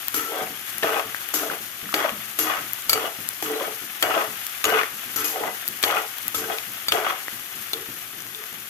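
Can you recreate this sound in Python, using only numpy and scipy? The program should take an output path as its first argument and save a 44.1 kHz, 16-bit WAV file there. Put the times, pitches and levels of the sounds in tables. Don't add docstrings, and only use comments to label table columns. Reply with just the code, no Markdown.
import sys
import numpy as np
from scipy import signal
from scipy.fft import rfft, irfft, next_fast_len
from scipy.io import wavfile

SR = 44100
rng = np.random.default_rng(int(sys.argv[2]) if len(sys.argv) > 2 else 0)


def level_to_linear(level):
    exponent = np.asarray(level, float) / 20
    return 10 ** exponent


def int16_out(signal):
    q = np.round(np.clip(np.atleast_2d(signal).T, -1, 1) * 32767)
    wavfile.write(sys.argv[1], SR, q.astype(np.int16))


N = 383213


def unit(x):
    return x / np.sqrt(np.mean(x ** 2) + 1e-20)


def place(out, start_s, sound):
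    i = int(start_s * SR)
    out[:, i:i + sound.shape[1]] += sound[:, :N - i]


def at_hz(points, hz):
    point_hz, point_db = np.transpose(points)
    return np.interp(np.log(hz + 1), np.log(point_hz), point_db)


def colour(x, spectrum):
    size = next_fast_len(N)
    gain = level_to_linear(at_hz(spectrum, np.fft.rfftfreq(size, 1 / SR)))
    return unit(irfft(rfft(x, size) * gain, size)[..., :N])


def drift(rate_hz):
    r = np.exp(-2 * np.pi * rate_hz * 40 / SR)
    slow = signal.lfilter([1], [1, -2 * r, r * r], rng.standard_normal(N // 40 + 2002))
    slow = slow[2000:]
    return np.interp(np.arange(N) / 40, np.arange(len(slow)), unit(slow))


def grains(per_s, spread_db):
    sizes = level_to_linear(spread_db * np.minimum(rng.exponential(1, (2, N)), 5))
    signs = rng.choice([-1, 1], (2, N))
    return sizes * signs * (rng.random((2, N)) < per_s / SR)


def ring(clicks, hz, t60):
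    r = level_to_linear(-60 / (t60 * SR))
    w = 2 * np.pi * min(hz, .45 * SR) / SR
    return signal.lfilter([0, np.sin(w)], [1, -2 * r * np.cos(w), r * r], clicks + 1e-18)


def body(clicks, modes, wander_db):
    out = 0
    for k, (hz, db, t60) in enumerate(modes):
        wandering = clicks * level_to_linear(wander_db * drift(19.0))
        out = out + (-1) ** k * level_to_linear(db) / np.sqrt(t60) * ring(wandering, hz, t60)
    return unit(out)


def strike(times, levels_db, modes, scatter_db, damp):
    out = np.zeros((2, N))
    at = (np.array(times) * SR).astype(int)
    luck = rng.standard_normal((len(at), len(modes), 2))
    for k, (hz, db, t60) in enumerate(modes):
        clicks = np.zeros((2, N))
        clicks[:, at] = level_to_linear(levels_db + db + scatter_db * luck[:, k].T)
        out += ring(clicks, hz, t60 * damp)
    return out


def puffs(times, levels_db, decay_s, low_hz, high_hz):
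    out = np.zeros((2, N))
    t = np.arange(int(.1 * SR)) / SR
    noise = rng.standard_normal((len(times), 2, len(t))) * np.exp(-t / decay_s)
    for s, db, puff in zip(times, levels_db, noise):
        place(out, s, level_to_linear(db) * puff)
    band = signal.butter(2, [low_hz, high_hz], "band", fs=SR, output="sos")
    return signal.sosfilt(band, out + 1e-18)


# (time [s], level [dB])
VIGOUR = [(0.0, -38.5), (0.56, -38.5), (1.28, -38), (1.5, -39), (3.56, -39), (3.87, -39), (4.16, -37.5),
          (7.21, -39), (8.37, -41.5), (8.69, -41)]
# (frequency [Hz], density [dB per Hz])
FIZZ = [(300, -25), (500, -14), (700, -2.5), (1000, -5), (1200, 2.5), (1800, 3), (2400, 1), (3000, 2),
        (3600, 0), (3800, -9), (5000, -17), (7000, -59)]
# (frequency [Hz], density [dB per Hz])
HISS = [(2500, -40), (3800, -8.5), (5000, -9), (6000, -7.5), (6800, -5.5), (7000, -10), (8500, -10),
        (10000, -7), (11200, -2.5), (11700, 1), (13200, -3.5), (15600, -7.5), (16500, -7)]


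def oil():
    s, db = np.transpose(VIGOUR)
    vigour_db = np.interp(np.arange(N) / SR, s, db)
    flurry = drift(6.6)
    fizz = colour(grains(9000, spread_db=1.5) * level_to_linear(0.45 * flurry + 1.2 * drift(40)), FIZZ)
    hiss = colour(grains(9000, spread_db=2.0) * level_to_linear(0.46 * flurry + 0.99 * drift(39)), HISS)
    return level_to_linear(vigour_db - 2) * fizz + level_to_linear(vigour_db + 2) * hiss


def crackle():
    pops = grains(30, spread_db=1.6)[0] * np.ones((2, 1))
    bright = ring(pops, 11700, .0012)
    return level_to_linear(-27) * (bright + .4 * ring(pops, 6600, .0015) + .25 * ring(pops, 2300, .003))


# (frequency [Hz], density [dB per Hz])
AIR = [(20, -35), (45, -34), (80, -18), (105, 1.5), (160, -6.5), (250, -3), (350, -0.5), (600, -10.5),
       (900, -35)]


def room_air():
    level_db = -51.5 - 5.0 + 0.67 * drift(0.93)
    return level_to_linear(level_db) * colour(rng.standard_normal((2, N)), AIR)


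# (time [s], peak [dB], centre [Hz], left over right [dB])
SPITS = [(0.083, -4, 13300, -11), (0.4694, -22, 2400, -3), (0.7827, -13.5, 11200, 16),
         (1.146, -19, 1790, 14), (1.289, -15, 11900, 13), (1.288, -29, 2400, 0), (1.215, -24.5, 1480, 0),
         (1.5, -22, 1490, 0), (1.857, -30, 1850, 0), (1.891, -22, 1340, -3), (1.927, -21, 1200, 0),
         (2.7338, -10.5, 12600, 8), (2.822, -23, 7300, -1), (3.289, -5, 11150, -10),
         (3.518, -17.5, 8300, -1), (4.467, -6, 11600, -16), (5.548, -26, 1540, 10),
         (5.6789, -5.5, 11800, -5), (5.686, -10, 11700, 5), (6.184, -19, 13600, 8), (6.281, -7, 12600, 13),
         (6.585, -19.5, 4100, 23), (6.7355, -23, 11800, 9.0), (7.282, -17, 1900, -4)]


def spits():
    out = np.zeros((2, N))
    t = np.arange(400) / SR
    noise = rng.standard_normal((len(SPITS), 2, len(t)))
    for (s, db, hz, pan_db), puff in zip(SPITS, noise):
        burst = puff * np.exp(-t / 0.00045)
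        pitched = unit(ring(ring(burst, hz, 13.0 / hz), hz, 2.9 / hz))
        crack = unit(np.gradient(burst, axis=1))
        burst = pitched + min(hz / 9000, .5) * crack
        port_db = db + 2.0 + pan_db * np.array([[.2], [-.2]])
        place(out, s, level_to_linear(port_db) * burst / np.abs(burst).max())
    return out


# (time [s], peak [dB], pan against peak [dB], crack against peak [dB], clink against peak [dB])
LANDINGS = [(0.1424, -26, -28, 9, -33), (0.8318, -19, -1.5, -21, -39), (1.3388, -36, 9, 5, -25),
            (1.941, -10, -9, -6, -22), (2.3888, -22, -5, 5, -34), (2.8948, -35.5, -24, 33.5, 7),
            (2.9312, -12, -29, 4, -12.5), (3.4251, -25, 8, 2, -33), (4.0253, -12, -38, 3.5, -20),
            (4.6416, -13, -26, 2.5, -34), (4.6525, -17, -18, -10, -32), (5.1603, -39, -19, 19, -28),
            (5.828, -17, -26, 7.5, -40), (5.8375, -6.5, -11, -7, -26), (6.3447, -28, -29, -6, -26),
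            (6.884, -27.5, -25, 12, -5), (6.9209, -8, -21, -5, -43), (7.7331, -29, 0, 12.5, -15)]
# (frequency [Hz], level [dB], t60 [s])
PAN = [(309, -23, 0.33), (410, -3, 0.13), (437, 5, 0.16), (552, -18, 0.15), (592, -10, 0.14),
       (664, 1.5, 0.055), (727, 3, 0.17), (756, 3.5, 0.098), (828, -1.5, 0.2), (1020, -13, 0.043)]
# (frequency [Hz], level [dB], t60 [s])
WALL = [(1217, -7, 0.062), (1250, -7, 0.072), (1553, -10.5, 0.045), (1330, -25.5, 0.15),
        (1790, -13.5, 0.021), (1900, -17, 0.37), (2287, -14, 0.036), (2465, -11.5, 0.019),
        (2945, -11, 0.033), (3253, -11.5, 0.022)]
# (frequency [Hz], level [dB], t60 [s])
BLADE = [(1334, -5, .12), (2293, -2, .08), (3182, -7, .02), (3500, -7, .05), (4237, -13, .06),
         (4590, 3, .06), (5020, -16, .04), (5787, -13, .04), (6150, -12, .06), (6519, -8, .05),
         (6713, -8, .05), (7117, -9, .03), (7768, -7, .07)]
# (frequency [Hz], level [dB], t60 [s])
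EDGE = [(9500, -14, .05), (11300, -7, .04), (11630, -2, .05), (12250, -6, .05), (13110, -4, .05),
        (14210, -8, .04), (15050, -11, .04)]


def landings():
    s, db, pan_db, crack_db, clink_db = np.transpose(LANDINGS)
    hit = strike(s, db + pan_db - 18, PAN, scatter_db=3, damp=.4)
    hit += strike(s, db - 15, WALL, scatter_db=4, damp=.6)
    hit += strike(s, db + clink_db + 6, BLADE, scatter_db=1.2, damp=.9)
    hit += strike(s, db + crack_db - 9, EDGE, scatter_db=3, damp=.3)
    thump = puffs(s, db + 5.5, 0.0036, 1500, 3900)
    crack = puffs(s, db + crack_db - 7.5, 0.0045, 3400, 22000)
    return hit + thump + crack


def stove():
    return puffs(np.transpose(LANDINGS)[0], np.full(len(LANDINGS), -28.), 0.08, 67, 153)


def stroke(start_s, slide_s, shove_s, touch_db, meet_db, end_db, release_db_per_s=313):
    touch_s = .002
    steps = [-touch_s, touch_s, slide_s, shove_s, (end_db + 90) / release_db_per_s]
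    knots = start_s + np.cumsum(steps)
    return np.interp(np.arange(0, N, 32) / SR, knots, [-90, touch_db, meet_db, end_db, -90])


def every_sample(line):
    return np.interp(np.arange(N) / 32, np.arange(len(line)), line)


# (time [s], length [s], rim rumble [dB], scrape [dB])
SLIDES = [(0.1425, .1, -32, -25), (0.829, .03, -34, -34.5), (1.339, .1, -34.5, -23.5),
          (1.939, .03, -36, -31), (2.388, .08, -30, -23.5), (2.895, .03, -50, -26),
          (3.424, .12, -30.5, -31), (4.025, .03, -51, -35), (4.645, .05, -46, -28), (5.16, .12, -33, -26.5),
          (5.243, .03, -45, -24.5), (5.841, .03, -39, -30.5), (6.345, .1, -34.5, -26.5),
          (6.918, .04, -43, -31.5), (7.732, .02, -42, -41)]
# (time of full load [s], length [s], pan [dB], belly against pan [dB],
# nuts against pan [dB])
SHOVES = [(0.334, 0.093, -27.5, -7, -5), (0.831, 0.15, -25, -7.5, -1), (1.441, .08, -29.5, -7.5, -2),
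          (1.957, 0.052, -27, -7.5, 2), (2.026, .03, -28.5, -11, 5.5), (2.48, 0.074, -27.5, -29, 5),
          (2.96, 0.099, -29, -5.5, 0), (3.54, 0.14, -29.5, -4.5, -3.5), (4.033, .18, -22.5, -10.5, -2.5),
          (4.676, 0.061, -25, -3, 0), (4.75, 0.05, -26.5, -3.5, 6.5), (5.364, .12, -25.5, -10.5, -9),
          (5.868, 0.12, -23.5, -12, -2), (6.425, 0.025, -35, -3.5, -3), (6.518, .012, -27.5, -8.5, -1.5),
          (6.937, 0.065, -25.5, -8.5, -1), (7.037, 0.076, -27.5, -12.5, 0.5), (7.736, 0.055, -49, 14, 8),
          (8.396, .05, -58.5, 9, 11)]


def stroke_levels():
    t = np.arange(0, N, 32) / SR
    levels = np.full((5, len(t)), -90.)
    rim, belly, upper, nuts, blade = levels
    for s, length, rim_db, scrape_db in SLIDES:
        rumble = stroke(s, length / 2, length / 2, rim_db, rim_db - 1, rim_db - 2)
        fading = np.where(t < s, -90, scrape_db - 145 * (t - s))
        for row, line in [(rim, rumble), (nuts, rumble), (blade, fading)]:
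            np.maximum(row, line, out=row)
    touches = np.transpose(SLIDES)[0]
    for s, length, db, belly_db, nuts_db in SHOVES:
        loading_s = min(0.077, s - touches[touches < s].max())
        start_db = -18.5 * loading_s / 0.077
        # row, level against the pan [dB], change over the shove [dB], release [dB per s]
        for row, rel_db, change_db, release in [(belly, belly_db, -5, 258), (upper, 0, -0.5, 313),
                                                (nuts, nuts_db, 1, 313), (blade, nuts_db - 22.5, 0, 313)]:
            full_db = db + rel_db
            line = stroke(s - loading_s, loading_s, length, full_db + start_db, full_db,
                          full_db + change_db, release)
            np.maximum(row, line, out=row)
    return [every_sample(line) for line in levels]


# (frequency [Hz], density [dB per Hz])
NUTS = [(590, -21.5), (1000, -7.5), (1280, -5), (1690, -11), (1900, -4), (2600, -14.5), (3300, -13),
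        (3800, -24.5), (5000, -25.5), (6500, -26), (11000, -120)]
# (frequency [Hz], density [dB per Hz])
GRIT = [(2500, -4), (4000, -3), (6700, 2.5), (8500, -6.5), (11700, 4.5), (13300, 1), (15600, -1.5)]


def stirring():
    rim_db, belly_db, upper_db, nuts_db, blade_db = stroke_levels()
    judder = grains(1500, spread_db=3.0) * level_to_linear(2.5 * drift(90))
    rim = body(judder, PAN[:1], wander_db=-0.5)
    rim += 0.71 * colour(judder, [(180, -31), (260, -9.0), (340, 7.5), (450, 12), (700, -38)])
    belly = body(judder, PAN[1:3], wander_db=2.0)
    belly += 0.62 * colour(judder, [(200, -58), (280, -3.0), (430, 4.0), (650, -40)])
    upper = body(judder, PAN[3:], wander_db=0.5)
    upper += 0.5 * colour(judder, [(400, -28), (550, 2), (1000, -8.0), (1300, -22.0)])
    tumble = grains(800, spread_db=3.5) * level_to_linear(1.2 * drift(50))
    nuts = 0.68 * body(tumble, WALL, wander_db=4.0) + 0.82 * colour(tumble, NUTS)
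    grit = grains(9000, spread_db=2.5) * level_to_linear(1.5 * drift(90))
    scrape = .17 * body(grit, BLADE[6:], wander_db=2.5) + .55 * body(grit, EDGE, wander_db=3.0)
    scrape += .7 * colour(grit, GRIT)
    pan = level_to_linear(rim_db - 3.5) * rim + level_to_linear(belly_db + 1.4) * belly + level_to_linear(upper_db - 8.0) * upper
    return pan + level_to_linear(nuts_db - 4.5) * nuts + level_to_linear(blade_db + 2.5) * scrape


# (time [s], peak [dB], pitch [Hz])
TICKS = [(0.32, -17, 745), (0.371, -19, 1260), (0.8925, -8, 1260), (0.931, -14, 1340), (0.9424, -20, 640),
         (0.9686, -7, 1140), (0.9963, -5, 2720), (1.3741, -21, 1980), (1.396, -14, 1560),
         (1.4996, -15, 1480), (1.9906, -11, 3000), (2.004, -11, 1880), (2.024, -16, 1380),
         (2.0437, -13, 1330), (2.0625, -14, 1180), (2.0934, -4, 2740), (2.4531, -18, 3260),
         (2.4682, -18, 1440), (2.497, -15, 1590), (2.5195, -16, 2160), (2.5267, -12, 1950),
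         (2.5444, -20, 1430), (2.959, -14, 1290), (2.977, -10, 1300), (3.041, -13, 600), (3.05, -27, 950),
         (3.679, -21, 610), (4.0984, -14, 1320), (4.1085, -16, 1390), (4.1274, -22, 1320), (4.17, -15, 706),
         (4.1774, -27, 710), (4.1911, -19, 1520), (4.2094, -17, 640), (4.681, -15, 610),
         (4.7013, -17, 2220), (4.7255, -12, 1230), (4.7349, -22, 1350), (4.75, -19, 1390),
         (4.7727, -17, 1460), (4.7834, -12, 1370), (4.8025, -11, 2000), (4.8129, -7, 1930),
         (4.834, -4, 1910), (5.438, -18, 790), (5.4841, -26, 720), (5.8939, -26, 686), (5.9106, -4, 3350),
         (5.9264, -12, 1400), (5.94, -8, 1440), (5.9763, -8, 1370), (5.992, -20, 880), (6.5175, -27, 690),
         (6.9498, -20, 640), (6.9642, -21, 2280), (6.9747, -16, 660), (7.0144, -24, 1350),
         (7.0469, -7, 1390), (7.067, -11, 1160), (7.101, -25, 1140)]
# (time [s], peak [dB], frequency [Hz], t60 [s])
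PATCHES = [(.143, -23.5, 1386, 0.039), (.145, -32, 3360, .06), (.826, -19, 3000, 0.0091),
           (.832, -15, 1790, 0.038), (.839, -21.5, 610, 0.029), (1.339, -29, 1250, .04),
           (1.341, -37, 4870, 0.045), (1.337, -36, 7040, .03), (4.026, -12.5, 3200, 0.045),
           (4.027, -25, 2260, 0.2), (4.643, -19, 6800, 0.025), (4.644, -20.5, 1250, 0.022),
           (4.6527, -18, 6730, .025), (4.6515, -18, 2900, .02), (4.653, -19, 1190, .025),
           (5.161, -28, 6830, 0.045), (5.16, -29, 1380, 0.033), (5.838, -17, 1750, 0.01),
           (5.838, -17, 3280, 0.069), (5.837, -19, 4440, 0.033), (6.345, -25, 1300, .08),
           (6.347, -26, 3500, 0.077), (6.585, -37, 4250, .02), (6.585, -22, 2480, .015),
           (6.884, -21.5, 3600, 0.092), (6.921, -12, 3320, .02), (7.733, -17, 4050, 0.026),
           (7.734, -23, 3540, 0.082), (8.205, -26, 6000, .004), (8.348, -26, 3500, .03),
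           (8.439, -24.5, 2200, .006), (5.359, -24, 762, 0.067), (5.89, -24, 705, .05),
           (.474, -27, 2200, .01), (2.895, -16, 4560, 0.074), (6.884, -20.5, 4600, 0.064)]


def knocks_on_metal():
    out = np.zeros((2, N))
    t = np.arange(4000) / SR
    nut_rows = [(s, db - 8, hz, 11 / hz) for s, db, hz in TICKS]
    rows = nut_rows + PATCHES
    luck = rng.uniform(-1, 1, (len(rows), 2, 3))
    for (s, db, hz, t60), chance in zip(rows, luck):
        detune, phase, snap_pitch = chance[:, :1], chance[:, 1:2], chance[:, 2:]
        pair = np.sin(2 * np.pi * hz * t)
        pair = pair + .5 * np.sin(2 * np.pi * hz * (1 + .04 * detune) * t + phase)
        snap = .35 * np.sin(2 * np.pi * hz * (2.2 + .5 * snap_pitch) * t) * level_to_linear(-120 * t / t60)
        place(out, s, level_to_linear(db - 2 - 60 * t / t60) * (pair + snap))
    return out


# (time [s], length [s], level
# [dB], pitch [Hz])
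SINGING = [(.146, 0.18, -33, 1334), (5.175, 0.06, -35, 1334), (5.243, .012, -32, 5020),
           (5.243, 0.04, -34.5, 2480), (5.252, .015, -37, 6620), (5.255, .02, -40, 7600),
           (5.475, 0.017, -31, 2000), (3.55, .02, -38, 4000), (2.395, .05, -36, 2780), (3, .04, -39, 3250),
           (.31, .03, -39, 3200)]


def singing():
    out = np.zeros(N)
    wobble_hz = 6 * drift(26)
    for s, length, db, hz in SINGING:
        line = stroke(s, .7 * length, .3 * length, db, db - 4, db - 8, release_db_per_s=600)
        level_db = every_sample(line) + 2 * drift(40)
        pitch_hz = hz + wobble_hz * hz / BLADE[0][0]
        out += level_to_linear(level_db) * np.sin(2 * np.pi * np.cumsum(pitch_hz) / SR)
    return out * np.ones((2, 1))


# (time [s], peak [dB], centre [Hz])
CLUMPS = [(0.319, -17, 466), (0.35, -21, 727), (0.385, -21, 444), (0.841, -9, 686), (0.869, -13, 1250),
          (0.909, -21, 444), (0.959, -12.5, 795), (0.974, -14, 724), (0.994, -11.5, 1200),
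          (1.37, -19, 1470), (1.394, -14.5, 1550), (1.429, -12.5, 734), (1.979, -27, 424),
          (2.01, -18, 1220), (2.043, -7, 625), (2.059, -14, 1230), (2.085, -11.5, 1200), (2.465, -22, 1160),
          (2.524, -27, 1290), (2.974, -17, 468), (3.042, -23, 420), (3.074, -13.5, 717), (3.497, -15, 756),
          (3.607, -14, 541), (3.674, -19, 435), (4.035, -13, 755), (4.088, -14, 440), (4.106, -10, 1330),
          (4.139, -9, 1270), (4.159, -8.5, 665), (4.172, -8.5, 620), (4.214, -10.5, 1090),
          (4.664, -14.5, 1330), (4.684, -29, 434), (4.699, -12.5, 2230), (4.722, -7.5, 720),
          (4.746, -7.5, 1250), (4.775, -8, 1460), (4.783, -7, 1250), (4.802, -25, 1900), (4.811, -17, 1940),
          (4.834, -27, 1830), (5.357, -14, 750), (5.406, -19, 445), (5.434, -13, 990), (5.481, -16, 785),
          (5.888, -28, 740), (5.924, -12, 1230), (5.968, -5.5, 1330), (6.485, -22, 705), (6.498, -14, 740),
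          (6.949, -9, 720), (6.977, -13, 406), (7.017, -20, 610), (7.048, -11, 1610), (7.064, -8, 1160),
          (7.1, -10.5, 1230)]


def clumps():
    out = np.zeros((2, N))
    t = np.arange(2000) / SR
    shape = (1 - np.exp(-t / .0006)) * np.exp(-t / .006)
    noise = rng.standard_normal((len(CLUMPS), 2, len(t))) ** 3
    for (s, db, hz), rattle in zip(CLUMPS, noise * shape):
        tone = unit(ring(ring(rattle, hz, 13 / hz), hz, 5.4 / hz))
        upper_hz = 1.9 * hz
        tone = tone + .55 * unit(ring(ring(rattle, upper_hz, 2.5 / hz), upper_hz, 2.5 / hz))
        place(out, s, level_to_linear(db - 6) * tone / np.abs(tone).max())
    return out


# (time [s], peak [dB])
KNOCKS = [(0.415, -32), (0.498, -36), (0.748, -40), (1.055, -35.5), (1.496, -34), (1.6, -38.5),
          (1.828, -33), (2.12, -32), (2.584, -32), (2.866, -40), (3.186, -34.5), (3.659, -37.5),
          (3.813, -37), (4.279, -34.5), (4.92, -39), (5.058, -36.5), (5.42, -34), (5.684, -34),
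          (6.245, -39.5), (6.405, -34), (6.673, -37.5), (6.869, -41), (7.326, -37.5), (7.549, -37.5),
          (7.885, -34.5), (8.129, -39), (8.174, -40), (8.253, -40), (8.524, -37.5), (8.559, -47)]
# (frequency [Hz], level [dB], t60 [s])
ROOM_MODES = [(111.4, 0, 0.93), (163.7, 0, 0.74), (209.7, 6, 0.86), (267, -30.5, 0.23), (290, -20, 0.18)]


def next_room():
    s, db = np.transpose(KNOCKS)
    modes = strike(s, db - 20.0, ROOM_MODES, scatter_db=2.5, damp=0.96)
    modes = signal.lfilter([.03], [1, -.97], modes)
    return modes + puffs(s, db + 9.5, 0.059, 146, 380)


def kitchen(x):
    t = np.arange(int(.4 * SR)) / SR
    t60_s, first_echo_s = 0.33, .004
    tail = rng.standard_normal((2, len(t))) * level_to_linear(-60 * t / t60_s) * (t > first_echo_s)
    tail = signal.lfilter([.4], [1, -.6], tail)
    tail /= np.sqrt(np.sum(tail ** 2, axis=1, keepdims=True))
    return signal.fftconvolve(x, tail, axes=1)[:, :N]


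def scene():
    no_bass = signal.butter(2, 260, "high", fs=SR, output="sos")
    cracks = signal.sosfilt(no_bass, landings() + spits())
    cracks = signal.sosfilt(signal.butter(6, 15500, fs=SR, output="sos"), cracks)
    slides = signal.sosfilt(no_bass, stirring() + singing() + clumps())
    steady = slides + level_to_linear(-12) * kitchen(slides + .5 * cracks)
    steady += oil() + crackle() + room_air() + next_room() + stove()
    steady += signal.sosfilt(no_bass, knocks_on_metal())
    top = signal.cheby2(16, 70, 16080, fs=SR, output="sos")
    return cracks + signal.sosfilt(top, steady)


# (frequency [Hz], share [0 to 1])
LIKENESS = [(60, 1), (130, 0.86), (290, 1), (640, 0.64), (1400, 0.16), (3100, 0.061), (7000, 0.032),
            (15000, 0.22)]
# (frequency [Hz], left over right [dB])
LEAN = [(60, -5), (140, 3), (330, -1), (500, 1.5), (770, 3.5), (1170, 3.5), (1790, 8.5), (2740, 9),
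        (4190, 3.5), (5500, -0.5), (6800, 0), (8000, -5), (10000, 20), (15000, 16)]


def two_ports(dry):
    size = next_fast_len(N)
    hz = np.fft.rfftfreq(size, 1 / SR)
    near, other = rfft(dry, size)
    alike = np.clip(at_hz(LIKENESS, hz), 0, 1)
    lean_db = at_hz(LEAN, hz)
    left, right = level_to_linear(lean_db / 2), level_to_linear(-lean_db / 2)
    late = np.exp(-2j * np.pi * hz * 0.00014)
    centre = np.sqrt(left ** 2 + right ** 2 + 2 * alike * left * right * late.real) / 2
    far = (alike * near + np.sqrt(1 - alike ** 2) * other) * late
    ports = irfft([near * left / centre, far * right / centre], size)[:, :N]
    return .85 * np.tanh(ports / .85)


def band_limit(x):
    return signal.sosfilt(signal.butter(12, 16810, fs=SR, output="sos"), x)


def record(dry):
    mix = two_ports(dry)
    return band_limit(mix)


dry = scene()
out = record(dry)
int16_out(out)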